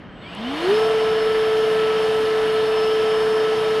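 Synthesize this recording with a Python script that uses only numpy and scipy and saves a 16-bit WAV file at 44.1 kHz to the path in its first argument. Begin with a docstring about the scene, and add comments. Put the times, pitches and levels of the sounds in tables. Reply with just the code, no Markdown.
"""On a quiet lawn, a battery leaf blower close at hand coasts slowly, then runs up to full speed; its trigger clicks on the way.
The unbalanced shaft hums, and blades and motor poles whine on multiples of it: sines share one integrated shaft phase.
Air roars through the resonant housing and tube: shaped noise in bands that grow with the flow.
Behind lie the soft noise of the lawn and a faint far-off drone."""
import sys
import numpy as np
from scipy import signal
from scipy.fft import rfft, irfft
from scipy.io import wavfile
from scipy.ndimage import uniform_filter1d

SR = 44100
rng = np.random.default_rng(int(sys.argv[2]) if len(sys.argv) > 2 else 0)


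def materialize(psi):
    """Save the field psi as 16-bit PCM at rate SR to the path in sys.argv[1].

    A 1-D psi becomes a single channel; in a 2-D psi each row is a channel.
    """
    bounded = np.clip(np.atleast_2d(psi).T, -1, 1)
    quanta = np.round(bounded * 32767).astype(np.int16)
    wavfile.write(sys.argv[1], SR, quanta)


N = 167580
T = np.arange(N) / SR  # time, s
HZ = np.arange(N // 2 + 1) * SR / N + 1e-3  # spectrum bins, kept above 0 for the logarithm


def undb(db):
    """Level law: 20 dB is a factor of ten in amplitude."""
    return 10 ** (np.asarray(db) / 20)


def on_log(table, hz):
    """Logarithmic pitch scale: read (Hz, value) rows by straight lines on a log-frequency axis."""
    rows = np.array(table, float)
    return np.interp(np.log(hz), np.log(rows[:, 0]), rows[:, 1])


def over_time(table):
    """Linear interpolation: read (s, value) rows at every sample."""
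    return np.interp(T, *np.array(table).T)


def walk(rate):
    """Band-limited fluctuation: random levels held 1 / rate s and smoothed twice, standard deviation 1."""
    hold = int(SR / rate)
    steps = np.repeat(rng.standard_normal(N // 50), hold)[:N]
    smooth = uniform_filter1d(uniform_filter1d(steps, hold), hold)
    return smooth / smooth.std()


def swell(times):
    """Amplitude envelope: linear rise, hold and fall through four times in seconds."""
    return np.interp(T, np.sort(times), [0, 1, 1, 0])


def sine(cycles, db):
    """Simple harmonic motion: a sine of this RMS level, from its phase in cycles and a random start."""
    return np.sqrt(2) * undb(db) * np.sin(2 * np.pi * (cycles + rng.random()))


# Stereo spread of noise. Each row: frequency in Hz, level of the side part against the common part in dB.
SIDE_LEVEL = [(40, -26), (70, -2), (110, -30), (200, -5), (380, -22), (700, -31), (1290, -48), (2700, -61),
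              (4400, -33), (8120, -22.5), (10800, -21), (12000, -2), (15000, -1)]


def coloured(db_per_hz, total_db):
    """Spectral shaping of white noise: spectra of a common part plus a side part of opposite sign left and right."""
    mid, side = rfft(rng.standard_normal((2, N))) * undb(db_per_hz)
    both = mid + side * undb(on_log(SIDE_LEVEL, HZ)) * np.array([[1], [-1]])
    # the common part alone is brought to total_db
    return both * undb(total_db) / irfft(mid, N).std()


# Resonances of housing and tube. Each row: centre in Hz, full width at half the dB lift in Hz, lift in dB.
RESONANCES = [(341, 31, 9), (460, 19, 16.5), (676, 79, 6.5), (820, 71, 0), (1020, 120, 2), (1318, 55, 3),
              (1675, 24, 5.5), (2908, 125, 8.5), (3153, 95, 9.5), (3630, 77, 6.5), (4270, 62, 8),
              (4580, 78, 8.5), (5250, 310, 6), (5880, 460, -0.5), (7620, 420, -3), (8350, 160, 4)]


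def lift(hz):
    """Resonance: the dB that housing and tube add at a pitch, as a sum of bell-shaped peaks."""
    return sum(db / (1 + (2 * (hz - centre) / width) ** 2) for centre, width, db in RESONANCES)


# The shaft coasts, runs up, overshoots a little and sags with the battery.
# Each row: time in seconds, shaft speed in Hz (turns per second).
SHAFT_SPEED = [(0, 133), (.185, 128.5), (.21, 137), (.3, 165), (.44, 234), (.6, 325), (.67, 368),
               (.726, 419), (.76, 433), (.83, 439.5), (1.3, 437.8), (2.3, 437.1), (3.8, 436.3)]


def shaft_speed():
    """Rotational inertia: the speed of the shaft in Hz, its corners rounded over 1200 samples."""
    return uniform_filter1d(over_time(SHAFT_SPEED), size=1200)


# Level of the shaft hum. Each row: time in seconds, level in dB.
HUM_LEVEL = [(0, -60), (.25, -50), (.3, -51), (.38, -36), (.44, -28.5), (.515, -26.5), (.6, -32),
             (.67, -19.5), (.71, -15), (.8, -18.5), (1.3, -19), (1.8, -18.5), (1.95, -19.5), (3.4, -18.5),
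             (3.58, -20.5), (3.8, -19.5)]


def shaft_hum(turns):
    """Rotating unbalance: an off-centre mass shakes the machine once a turn."""
    return sine(turns, over_time(HUM_LEVEL) + 0.24 * walk(30.4))


BLADES = 12
# Level of the blade whine. Each row: time in seconds, level in dB.
BLADE_LEVEL = [(.38, -70), (.47, -36), (.55, -58), (.65, -47), (.7, -51), (.76, -44), (.9, -46), (1.2, -47),
               (1.35, -51), (1.6, -49), (1.8, -52), (2, -46), (2.2, -54), (2.65, -52.5), (2.83, -42),
               (3, -49), (3.2, -46), (3.45, -49), (3.8, -56)]


def blade_whine(turns):
    """Blade passing: each turn gives one cycle per blade, unsteady in phase and level."""
    return sine(BLADES * turns + 0.12 * walk(60), over_time(BLADE_LEVEL) + 2.1 * walk(35))


FULL_HZ = 437  # shaft speed at which the whine levels hold
# Whine on the shaft's harmonics. Each row: multiple of the shaft, level at full speed in dB,
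# growth in dB per doubling of speed, waver in dB, wavers per second, phase wander in cycles.
HARMONICS = [(2, -52.5, 6, 2, 25, 0.18), (3, -36, 21, 2, 15, 0.12), (4, -43, 20, 1.5, 20, 0.084),
             (6, -55, 20, 6.5, 20, 0.11), (24, -62, 40, 3.5, 60, .25), (31, -79, 30, 6, 30, .2)]


def harmonic_whine(turns, speed):
    """Harmonics: multiples of the shaft waver as air buffets the blades and swell on the housing's resonances."""
    out = 0
    for multiple, db, growth_db, waver_db, rate, wander in HARMONICS:
        growth = growth_db * np.log2(speed / FULL_HZ)
        resonance = lift(multiple * speed) - lift(multiple * FULL_HZ)
        level = db + growth + resonance + waver_db * walk(rate)
        out = out + sine(multiple * turns + wander * walk(rate), level)
    return out


# Motor poles, heard while the motor pulls hard from low speed.
# Each row: multiple of the shaft, level in dB, (start, full, ease, gone) in seconds.
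POLE_TONES = [(3, -41, (.36, .4, .54, .6)), (15, -47, (.19, .26, .42, .49)), (30, -61, (.2, .23, .29, .33))]
# Brief tones during the coast. Each row: multiple of the shaft, level in dB, (start, full, ease, gone) in seconds.
COAST_TONES = [(12, -60, (.02, .07, .16, .2)), (24, -59, (.02, .07, .16, .2))]


def passing_tones(turns):
    """Harmonics of rotation: pole and coast tones keep to multiples of the shaft and swell briefly."""
    return sum(swell(times) * sine(multiple * turns, db + 2.5 * walk(40))
               for multiple, db, times in POLE_TONES + COAST_TONES)


SWITCHING_HZ, SWITCHING_DB, BEAT_DB = 7860, -71, -51
# Envelopes of the switching tone and of its difference tone: start, full, ease and gone, in seconds.
SWITCHING_TIMES = (.07, .25, .48, .62)
BEAT_TIMES = (.2, .24, .3, .34)


def switching(turns):
    """Intermodulation: a fixed switching tone, and its difference with the highest pole tone, falling as speed rises."""
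    fixed = swell(SWITCHING_TIMES) * sine(SWITCHING_HZ * T, SWITCHING_DB + 2.9 * walk(19))
    difference = SWITCHING_HZ * T - POLE_TONES[-1][0] * turns
    return fixed + swell(BEAT_TIMES) * sine(difference, BEAT_DB)


AIR_DB, GUST_DB, FLICKER_DB = -27, .3, 0.85  # overall level, waver shared by all bands, waver of each band
# Colour of the air noise before resonance. Each row: frequency in Hz, relative level in dB per Hz.
AIR_COLOUR = [(18, -64), (30, -38), (60, -40.5), (150, -16.5), (250, -19), (400, -21.5), (550, -16),
              (900, -16), (1200, -18), (1600, -19), (2500, -23), (3400, -25), (5000, -35), (6000, -39),
              (7450, -44), (9500, -43), (10900, -46), (11300, -47), (13500, -54), (14500, -55),
              (15500, -76)]
# Growth of the roar. Each row: frequency in Hz, growth in dB per doubling of the flow.
ROAR_GROWTH = [(50, 1.5), (200, 14.5), (800, 10.5), (3000, 9), (7000, 15), (13000, 15.5)]
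# Air flow over time. Each row: time in seconds, flow in doublings relative to full (negative below full).
AIR_FLOW = [(0, -2.03), (.1, -2.4), (.22, -1.7), (.3, -1.23), (.4, -0.75), (.5, -0.41), (.6, -0.12),
            (.7, 0.12), (1, -0.038), (3.8, 0.029)]


def roar():
    """Turbulence: broadband air noise in overlapping half-octave bands, each growing with the flow at its own rate."""
    air = coloured(on_log(AIR_COLOUR, HZ) + lift(HZ), AIR_DB)
    flow = over_time(AIR_FLOW)
    gust = GUST_DB * walk(2.605)
    out = 0
    for step in np.arange(9, 29):  # half octaves above 1 Hz
        triangle = np.clip(1 - abs(2 * np.log2(HZ) - step), 0, 1)
        band = irfft(air * triangle, N)
        growth = on_log(ROAR_GROWTH, 2 ** (step / 2)) * flow
        out = out + band * undb(growth + gust + FLICKER_DB * walk(9))
    return out


CLICK_S, CLICK_DB = .3497, -42  # start, and level added to every mode
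# Modes of the plastic trigger. Each row: frequency in Hz, relative level in dB, time to fall 60 dB in seconds.
TRIGGER_MODES = [(5200, -2, 0.013), (6900, -3, 0.011), (8400, 0, .007), (9100, 4, .007), (9900, 4, .007),
                 (10700, -15, .06), (12200, -15, .007), (13500, -18, .007)]


def click():
    """Modal decay: the plastic trigger snaps home and its modes ring down exponentially."""
    t = np.clip(T - CLICK_S, 0, None)
    rings = 0
    for hz, db, t60 in TRIGGER_MODES:
        rings = rings + undb(db - 60 * np.minimum(t / t60, 5)) * np.sin(2 * np.pi * hz * t)
    onset = np.minimum(t / .0004, 1)
    return undb(CLICK_DB) * rings * onset


LAWN_DB = -41.5
# Colour of the quiet lawn. Each row: frequency in Hz, relative level in dB per Hz.
LAWN_COLOUR = [(20, -40), (35, -10), (60, -14.5), (200, -9), (330, -14), (500, -18), (1000, -23),
               (1800, -23.5), (3000, -39), (6000, -55), (15000, -97)]


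def lawn():
    """Ambient noise: steady random sound, strongest in the bass."""
    return irfft(coloured(on_log(LAWN_COLOUR, HZ), LAWN_DB), N)


# Faint far-off drone. Each row: frequency in Hz, peak level in dB.
DRONE_TONES = [(184, -53.5), (291, -49.5), (586, -56)]


def drone():
    """Amplitude and phase modulation: low tones from the neighbourhood waver at random."""
    out = 0
    for hz, db in DRONE_TONES:
        phase = 2 * np.pi * (hz * T + 0.073 * walk(12))
        out = out + undb(db + 3.9 * walk(12)) * np.sin(phase)
    return out


def scene():
    """Superposition: the pressures of blower, lawn and drone add."""
    speed = shaft_speed()
    turns = np.cumsum(speed) / SR
    tones = shaft_hum(turns) + blade_whine(turns) + harmonic_whine(turns, speed)
    tones = tones + passing_tones(turns) + switching(turns)
    return tones + roar() + click() + lawn() + drone()


TOP_HZ = 15644


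def record(dry):
    """Band limiting: a steep elliptic low-pass removes the extreme treble."""
    return signal.sosfilt(signal.ellip(10, .2, 80, TOP_HZ, fs=SR, output="sos"), dry)


dry = scene()
out = record(dry)
materialize(out)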